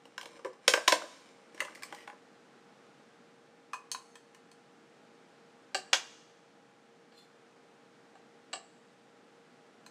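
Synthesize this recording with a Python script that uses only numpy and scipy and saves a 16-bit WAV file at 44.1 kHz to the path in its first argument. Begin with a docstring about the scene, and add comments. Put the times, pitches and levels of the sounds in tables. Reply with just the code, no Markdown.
"""Plastic lid and crockery in a hard-walled kitchen

Close to the microphone a plastic lid is prised off a food tub, dropped on a steel counter and slides;
then a spoon clinks in a ceramic bowl, knocks on crockery and scrapes. Each blow is a rough contact that
rings decaying modes; creases are random ticks, slides are narrow bands of friction noise. Counter,
cupboards and far walls answer with decaying noise; ventilation hums and hisses behind it all."""
import sys
import numpy as np
from scipy import signal
from scipy.fft import rfft, irfft
from scipy.io import wavfile
from scipy.ndimage import uniform_filter1d

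SR = 44100
rng = np.random.default_rng(int(sys.argv[2]) if len(sys.argv) > 2 else 0)


def file_out(sig):
    """Save sig as 16-bit WAV at sys.argv[1]."""
    # one column per channel
    cols = np.atleast_2d(sig).T
    # limit, then scale
    lim = np.clip(cols, -1, 1)
    pcm = np.round(lim * 32767).astype(np.int16)
    wavfile.write(sys.argv[1], SR, pcm)


N = 436590

# Ventilation air: (frequency [Hz], relative density [dB]); its overall level [dB rms]
AIR_SPECTRUM = [(18, -93), (30, -62.5), (92, -25.5), (132, -8.5), (247, -1.5), (374, -6), (460, -5.5),
                (612, -7.5), (837, -9.5), (1000, -12.5), (1340, -10.5), (2430, -17.5), (6530, -27),
                (8690, -31), (15000, -56)]
AIR_DB = -61.5
# Ventilation motor tones: (frequency [Hz], level [dB rms])
MOTOR_TONES = [(468, -68), (815, -73.5)]
# Hands flexing the lid, a dense crackle: (time [s], gain [dB])
CRACKLE_CURVE = [(0.0, -76), (0.17, -75), (0.29, -66.5), (0.368, -57.5), (0.498, -106), (0.67, -56),
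                 (0.7, -90), (1.03, -91), (1.07, -73), (1.176, -65), (1.5, -74), (1.602, -55.5),
                 (1.748, -65), (1.95, -61), (2.116, -77), (2.2, -79)]

# Blows on each thing, levels before the room answers: (time [s], peak [dB], crack against the ring [dB],
# thud against body band [dB], click against body band [dB], edge against click [dB], favoured modes [Hz]...)
LID_SNAPS = [(0.054, -50.5, 3, 5, 1, -7, 456, 2804), (0.179, -33.5, 0.5, -17, -5, -8, 1030, 1588),
             (0.212, -40.5, 2, -14.5, 3.5, -8, 1177, 3150), (0.23, -45.5, 3, 0, 2, -7.5, 951.5, 3150),
             (0.257, -43, 1.5, 2, 3, -7.5, 898, 3150), (0.447, -35, -2.5, 5.5, -8, -7, 511, 900),
             (0.678, -22, 4.5, -5, 8.5, -7, 1855, 3150),
             (0.6795, -13, 5.5, 0.5, 9, -7.5, 507.5, 1855, 5040), (0.736, -25, 4, -9, 6, -6, 3150, 4300),
             (0.738, -18, 4, -5, -7, -8, 510, 1150, 1545), (0.774, -27.5, 1.5, -2, -8, -14, 597, 1800),
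             (0.877, -18, 1.5, -14, -5, -8, 1540, 3150), (0.88, -14.5, 2.5, -11, 0.5, -8, 1052, 3700),
             (0.922, -19, 4, -8, 3, -7.5, 950, 3150), (0.924, -18.5, 3, 0, -4, -9, 615, 950),
             (1.02, -38, 4, -2, -14, -7.5, 610, 1550)]
TUB_SHIFTS = [(0.39, -49, -14, 0, -12, -4.5, 340, 494), (0.45, -32, 5, 6.5, -17, -11, 477, 1020),
              (0.458, -50, -7, -20.5, -17.5, 5, 520, 990), (0.499, -55, -15, 18, 4.5, -20, 510, 339),
              (0.529, -58, -9, 0, -3, -4.5, 490, 1000), (1.032, -41.5, -7, 11, -20, -15, 610, 524),
              (1.612, -37, -9, -7, -30, 2, 1150, 600), (1.679, -44, -10, -21, -30, 5, 980, 1100)]
LID_DROPS = [(1.545, -49, -6, 14, 3, -2, 336, 5700), (1.577, -48, 0, -10, -6, -9, 1706, 2040),
             (1.603, -25, -10, -26, -6.5, -5.5, 2040, 2698), (1.649, -42, 0, 0, -1, -6, 1020, 2710),
             (1.749, -49, 3, -30, 4, -3, 4470, 2340), (1.754, -46, -3, -30, -3, -6, 2040, 4470),
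             (1.774, -53, 3, -26, -15, -5.5, 1140, 2040), (1.822, -44, 0, -17, -4, -6, 1140, 1706),
             (1.832, -36.5, 0, -35, -1, -3, 2340, 1140, 5100), (1.924, -38, 0, 0, -8, -9, 824, 1450, 3420),
             (1.946, -47, 5, -7, 2, -4, 818, 4470), (1.985, -53, 1, -10, 0, -9.5, 2040, 2710),
             (2.075, -39, 0, -2, -7, -11, 830, 1450, 3420), (2.098, -45, -3, -10, -12, -10, 1450, 830),
             (2.128, -51.5, 5, 3, -20, -13, 823, 1450)]
BOWL_CLINKS = [(3.733, -32.5, -6, -25, -12, -4, 1130, 2550), (3.741, -36, -14, -22, -14, -3, 1030, 2550),
               (3.916, -30.5, 1, -17, 13, 0, 4390, 6330, 1030), (3.922, -42, 2, -24, 20, 3, 7980, 9000),
               (3.927, -43, 2, -24, 20, 1, 4130, 4650, 9200),
               (3.947, -34.5, -16, -19, -8, -12, 1030, 3850, 4130),
               (4.155, -48, -8, -14, -5.5, -1, 1790, 3200), (4.347, -54.5, -2, -20, -3, -1, 1790, 2900),
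               (4.515, -55, -8, -4, 5, -2, 4390, 9200), (9.863, -48.5, -5, -16, -2.5, -1, 1430, 4150)]
PLATE_KNOCKS = [(5.746, -28, -3, 0, 3, -6, 1555, 7760, 2900), (5.751, -28, -3, 2, 3.5, -8, 757, 1715, 4580),
                (5.93, -24, 12, -4, 6.5, -11, 1715, 2780, 380),
                (5.932, -16.5, 12, -7, 6.5, -13, 1715, 3250, 775),
                (5.934, -18, 14, -12, 6.5, -11, 2300, 6980, 3800),
                (7.122, -60, -10, -3, 4, -18, 4290, 4580, 5050),
                (8.153, -52, -15, 6, -9, -6, 766, 4240, 680), (8.53, -35, -11, -1, 5, -5, 2780, 4050, 7500),
                (8.534, -33.5, -15, 2, 4.5, -6, 690, 1150, 2900, 8070),
                (8.556, -46, -15, 6, 0, -4, 774, 5050, 4580)]
# Edges of the thud, body, click and edge bands: (frequency [Hz])
BLOW_EDGES_HZ = np.array([280, 900, 2100, 5400, 12000])

# Modes of each thing: (centre of a close pair [Hz], relative level [dB], t60 before limits [s])
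LID_MODES = [(335, 1.5, 0.1), (510, 5, 0.061), (610, 2, 0.045), (741, 6, 0.012), (950, 2, 0.04),
             (1030, 3.5, .04), (1150, 2, 0.035), (1545, 1.5, 0.02), (1830, 0.5, 0.025), (2000, 0, .02),
             (2409, -0.5, 0.015), (2790, 0.5, 0.02), (3150, 1.5, 0.01), (3671, -4.5, 0.01),
             (4300, -4, 0.01), (5040, 0.5, .025), (6070, -1, 0.03), (7076, -8, 0.0092), (7600, -5, 0.018),
             (8300, -3, 0.014), (9600, -9.5, .015)]
LID_ON_STEEL_MODES = [(340, -3, .12), (594, -4, .08), (824, -6, .08), (1020, 0, 0.054), (1140, 1, 0.084),
                      (1450, -10.5, 0.036), (1706, 5, 0.046), (2040, 6, 0.023), (2340, 3.5, 0.019),
                      (2710, 2.5, 0.02), (3420, -8, 0.028), (4470, -6, 0.022), (5100, -1, 0.02),
                      (5700, -6, 0.02), (6900, -6, 0.019), (7600, -16, 0.023), (9200, 7, 0.018)]
BOWL_MODES = [(818, -20, 0.1), (1030, 9.5, 0.032), (1130, 2, 0.025), (1394, -3.5, 0.055),
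              (1640, 0.5, 0.061), (1790, -2, .07), (2330, 1.5, 0.046), (2530, 4.5, 0.1), (2900, 0, 0.1),
              (3190, -1.5, 0.06), (3850, -2, .05), (4130, 3, 0.051), (4385, 2.5, 0.05), (4650, -1, .04),
              (4950, 2, 0.1), (5360, -2, .08), (5970, 1, .1), (6360, 4, 0.045), (7200, -7, 0.1),
              (7300, 1, 0.1), (7980, 4.5, 0.1), (8230, -9, .1), (9000, 6, 0.1), (9200, -3, 0.1),
              (10900, -12, .05), (11900, -5, 0.1)]
PLATE_MODES = [(380, -10.5, 0.07), (552, -9, 0.049), (680, -6, 0.077), (732, -7, 0.076), (774, -4, 0.07),
               (922, -10.5, .04), (1150, -6, 0.068), (1260, -11.5, .04), (1430, -9.5, 0.046),
               (1555, -5, 0.038), (1715, -4, 0.065), (2265, -8, 0.05), (2390, -8.5, 0.037),
               (2780, -7.5, 0.068), (2900, -5.5, 0.066), (3250, -10.5, 0.05), (3800, -8.5, .05),
               (4050, -7, .035), (4290, -6.5, .035), (4580, -4.5, .03), (5050, -6, 0.07), (5080, -6, 0.04),
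               (6130, -14, .04), (6950, -12, .03), (7500, -2.5, .04), (7660, 0.5, .04), (7900, -1, .04),
               (8320, -4, .03), (8570, -8, .03)]

# Kinds of touch: (contact [ms], lowest pitch of the crack [Hz], wash [ms], broad wash [dB],
# wash around the modes against the ring [dB], grating against the clean strike [ratio],
# lift of the favoured modes [dB], loss at 10 kHz [dB])
SNAP_TOUCH = (0.75, 130, 5, -4.5, -12, 0.36, 6.5, 7.5)
SHIFT_TOUCH = (3, 150.5, 6.5, -2, -8, 3.0, 7, 9)
DROP_TOUCH = (1.4, 500, 4, -2, -9, 0.1, 11.5, 5.5)
CLINK_TOUCH = (0.4, 1000, 7, -11, -10, 0.1, 11, 6.5)
KNOCK_TOUCH = (0.36, 449.5, 12.5, -3, -8, 0.32, 7.5, 11)

# Friction bands of the sliding things: (frequency [Hz], width [Hz], gain [dB])
LID_SLIDE_BANDS = [(1930, 60, 5), (2450, 150, -5), (2950, 150, -3), (4800, 100, -11)]
SPOON_SCRAPE_BANDS = [(2900, 120, -2), (3530, 150, 5), (4150, 70, 13.5), (4700, 200, -8), (7100, 500, -6)]
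# Course of each slide: (peak time [s], level [dB], rise [dB per s], fall [dB per s])
LID_SLIDE = (2.032, -55, 110, 700)
SPOON_SCRAPE = (7.195, -61, 250, 250)

# Room bands, levels before a weighting by pitch:
# (frequency [Hz], near surfaces [dB], far walls t60 [s], far walls [dB])
ROOM_BANDS = [(233.5, -12, 0.26, -7.5), (499.2, -7.5, 0.28, -12.5), (1069, -15, 0.8, -21),
              (2000, -16.5, 0.31, -14.5), (4140, -15, 1, -26.5), (7660, -7, 0.91, -20),
              (13000, -12, 0.2, -16.5)]

# cycles that limit a mode's ring, though never to less than 12 ms:
# thin plastic in the hand, let go, hand-held bowl, plate lying flat
PLASTIC_CYCLES, DROP_CYCLES, BOWL_CYCLES, PLATE_CYCLES = 26, 60, 260, 200
# reach of the lift around a favoured mode, as a share of its pitch
PLASTIC_FAVOUR, CROCKERY_FAVOUR = 0.06, 0.035
PAIR_SPLIT = 0.0055  # shift of each mode of a pair up or down, as a share of its pitch
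BLUR_T60_S = 0.008  # neighbours of each mode die at least this fast, widening it into a band
NEAR_T60_S = 0.18  # echo of counter and cupboards
TOP_HZ = 15300


def undb(db):
    """Amplitude ratio from decibels."""
    return 10 ** (np.asarray(db) / 20)


def level(x, db):
    """Scale to an rms level in dB."""
    return x * undb(db) / np.sqrt(np.mean(x ** 2))


def colour(x, hz, db):
    """Filter by (Hz, dB) points joined on a log-frequency axis."""
    log_hz = np.log(np.maximum(np.fft.rfftfreq(len(x), 1 / SR), 1))
    gain = undb(np.interp(log_hz, np.log(hz), db))
    return irfft(rfft(x) * gain, len(x))


def band(x, hz, width):
    """Keep one resonant band, its width in Hz."""
    return signal.lfilter(*signal.iirpeak(hz, hz / width, fs=SR), x)


def walk(rate):
    """Random levels held 1 / rate s and slewed twice; spread near 1."""
    hold = int(SR / rate)
    steps = np.repeat(rng.standard_normal(N // hold + 1), hold)
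    return 1.6 * uniform_filter1d(uniform_filter1d(steps, hold), hold)[:N]


def curve_gain(curve):
    """Gain from a level curve, silent outside it and smoothed over 10 ms."""
    t = np.arange(N) / SR
    db = np.interp(t, *np.transpose(curve), left=-200, right=-200)
    return uniform_filter1d(undb(db), size=441)


def ventilation():
    """Air noise that swells a little, with two wavering motor tones."""
    air = colour(rng.standard_normal(N), *np.transpose(AIR_SPECTRUM)) * undb(0.7 * walk(1.5))
    sound = level(air, AIR_DB)
    t = np.arange(N) / SR
    for hz, db in MOTOR_TONES:
        tone = np.sin(2 * np.pi * (hz * t + 0.08 * walk(5)))
        sound = sound + level(tone * undb(1.2 * walk(11)), db)
    return sound


def ring(modes, cycles, favoured_hz, favour_db, reach):
    """Answer of an object to one tap; the spot of contact favours modes near certain pitches."""
    # uneven walls split every mode into a close pair
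    hz, db, t60 = np.repeat(modes, 2, axis=0).T[:, :, None]
    t = np.arange(SR // 8) / SR
    level_chance, pitch_chance = rng.standard_normal((2, len(hz), 1))
    order = np.arange(len(hz))[:, None]
    nearness = np.exp(-(np.log(hz / favoured_hz) / reach) ** 2).max(axis=1, keepdims=True)
    db = db + favour_db * nearness + 1.5 * level_chance
    longest = np.clip(cycles / hz, 0.012, 0.1)
    t60 = np.clip(t60, 0.01, longest)
    hz = hz * (1 + PAIR_SPLIT * (-1) ** order + 0.003 * pitch_chance)
    sign = (-1) ** (order // 2)  # alternates from pair to pair
    return np.sum(undb(db - 60 * t / t60) * sign * np.sin(2 * np.pi * hz * t), axis=0)


def flexed_lid_crackle(per_s=2500, spread_db=2.6):
    """Tiny creases of thin plastic, each a tick into the lid."""
    strength = undb(spread_db * rng.exponential(size=N)) * rng.standard_normal(N)
    ticks = (rng.random(N) < per_s / SR) * strength
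    answer = ring(LID_MODES, PLASTIC_CYCLES, [2400], 6.5, PLASTIC_FAVOUR)
    body = signal.fftconvolve(ticks, answer)[:N]
    body = colour(body, [120, 300], [-25, 0])  # too small to move deep bass
    snap = colour(ticks, [300, 2500, 9000, 13000], [-12, 0, -14, -34])
    return (level(body, 0) + level(snap, -2)) * curve_gain(CRACKLE_CURVE)


def share_out(x, shares_db, bass_cut_db, top_loss_db):
    """Colour a sound towards a given energy share in each band; it fades steeply outside."""
    power = np.cumsum(np.abs(rfft(x)) ** 2)[BLOW_EDGES_HZ * len(x) // SR]
    db = shares_db - 10 * np.log10(np.diff(power))
    middle = np.sqrt(BLOW_EDGES_HZ[1:] * BLOW_EDGES_HZ[:-1])
    bass = [db[0] - bass_cut_db, db[0] - bass_cut_db / 5]
    top = [db[-1] - top_loss_db, db[-1] - 2.4 * top_loss_db]
    return colour(x, [120, 300, *middle, 10000, 15000], [*bass, *db, *top])


def blows(events, modes, cycles, touch, hard=False):
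    """Each blow is a rough contact that rings the modes and cracks broadly; softer contacts swell more slowly."""
    contact_ms, low_hz, wash_ms, wash_db, blur_db, grating, favour_db, top_loss_db = touch
    reach, bass_cut_db = (CROCKERY_FAVOUR, 34) if hard else (PLASTIC_FAVOUR, 20)
    crack_filter = signal.butter(2, low_hz, "high", fs=SR, output="sos")
    lead = SR // 50  # room ahead of each blow for the colouring
    out = np.zeros(N + SR)
    ms = np.arange(SR // 8) * 1000 / SR
    swell = ms * np.exp(-ms / max(contact_ms, 0.15))
    for s, peak_db, crack_db, thud_db, click_db, edge_db, *favoured_hz in events:
        contact, rattle = rng.standard_normal((2, len(ms)))
        # one clean strike plus some rough grating, most in the tub shifts
        strike = swell == swell.max()
        push = strike + grating * contact * swell / np.linalg.norm(swell)
        answer = ring(modes, cycles, favoured_hz, favour_db, reach)
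        tone = signal.fftconvolve(push, answer)
        # countless small modes blur into a noisy wash after the contact
        wash = rattle * np.cumsum(swell) * np.exp(-ms / wash_ms)
        blur = signal.fftconvolve(wash, answer * undb(-0.06 * ms / BLUR_T60_S))
        crack = level(contact * swell, 0) + level(wash, wash_db)
        crack = np.pad(crack, (0, len(tone) - len(ms)))
        crack = signal.sosfilt(crack_filter, crack)
        sound = level(tone, 0) + level(blur, blur_db) + level(crack, crack_db)
        sound = np.pad(sound, (lead, 0))
        # each blow has its own thud, click and edge balance
        shares_db = np.array([thud_db, 0, click_db, click_db + edge_db])
        sound = share_out(sound, shares_db, bass_cut_db, top_loss_db)
        peak = np.sqrt(np.max(uniform_filter1d(sound ** 2, size=132)))  # loudest 3 ms
        i = int(s * SR)
        out[i:i + len(sound)] += sound * undb(peak_db) / peak
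    return out[lead:N + lead]


def lid_snaps():
    """Thin plastic held in the hand snaps off the tub, its ring soon damped."""
    return blows(LID_SNAPS, LID_MODES, PLASTIC_CYCLES, SNAP_TOUCH)


def tub_shifts():
    """Slower, grating contacts ring the same damped plastic."""
    return blows(TUB_SHIFTS, LID_MODES, PLASTIC_CYCLES, SHIFT_TOUCH)


def lid_drops():
    """The lid, let go, knocks on the steel counter and may ring for more cycles."""
    return blows(LID_DROPS, LID_ON_STEEL_MODES, DROP_CYCLES, DROP_TOUCH)


def scrape(bands, peak_s, level_db, rise_db_per_s, fall_db_per_s):
    """Fine friction noise in narrow bands of the thing that slides."""
    grit = rng.standard_normal(N) * undb(2.1 * walk(85))
    after = np.arange(N) / SR - peak_s
    press = undb(np.minimum(rise_db_per_s * after, -fall_db_per_s * after))
    friction = sum(undb(db) * band(grit, hz, width) for hz, width, db in bands)
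    return level(friction, level_db) * press


def lid_slide():
    """The lid slides briefly: friction in the lid's bands."""
    return scrape(LID_SLIDE_BANDS, *LID_SLIDE)


def bowl_clinks():
    """Hard, short contacts of a spoon ring the hand-held ceramic bowl."""
    return blows(BOWL_CLINKS, BOWL_MODES, BOWL_CYCLES, CLINK_TOUCH, hard=True)


def plate_knocks():
    """Hard knocks ring crockery lying flat, with a longer wash."""
    return blows(PLATE_KNOCKS, PLATE_MODES, PLATE_CYCLES, KNOCK_TOUCH, hard=True)


def spoon_scrape():
    """The spoon scrapes briefly: friction in higher narrow bands."""
    return scrape(SPOON_SCRAPE_BANDS, *SPOON_SCRAPE)


def room(x):
    """Diffuse echo, band by band: a quick one from counter and cupboards, a slow one from the far walls."""
    t = np.arange(SR * 3 // 4) / SR
    tail = 0
    for hz, near_db, far_t60, far_db in ROOM_BANDS:
        for db, t60 in (near_db, NEAR_T60_S), (far_db, far_t60):
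            noise = band(rng.standard_normal(len(t)), hz, hz / 1.5) * undb(-60 * t / t60)
            noise = noise / np.sqrt(np.sum(noise ** 2))
            tail = tail + undb(db) * noise * np.sqrt(hz / 8000)  # wider bands weigh more
    onset = 1 - np.exp(-t / 0.002)
    return signal.fftconvolve(x, tail * onset)[:N]


def scene():
    """Close sounds and their room echo, over the ventilation."""
    plastic = flexed_lid_crackle() + lid_snaps() + tub_shifts() + lid_drops() + lid_slide()
    crockery = bowl_clinks() + plate_knocks() + spoon_scrape()
    close = plastic + crockery
    return (close + room(close) + ventilation())[None]


def record(dry):
    """The microphone loses the deep bass and the top is cut."""
    thin = signal.sosfilt(signal.butter(1, 30, "high", fs=SR, output="sos"), dry)
    return signal.sosfilt(signal.ellip(8, 0.2, 70, TOP_HZ, fs=SR, output="sos"), thin)


dry = scene()
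out = record(dry)
file_out(out)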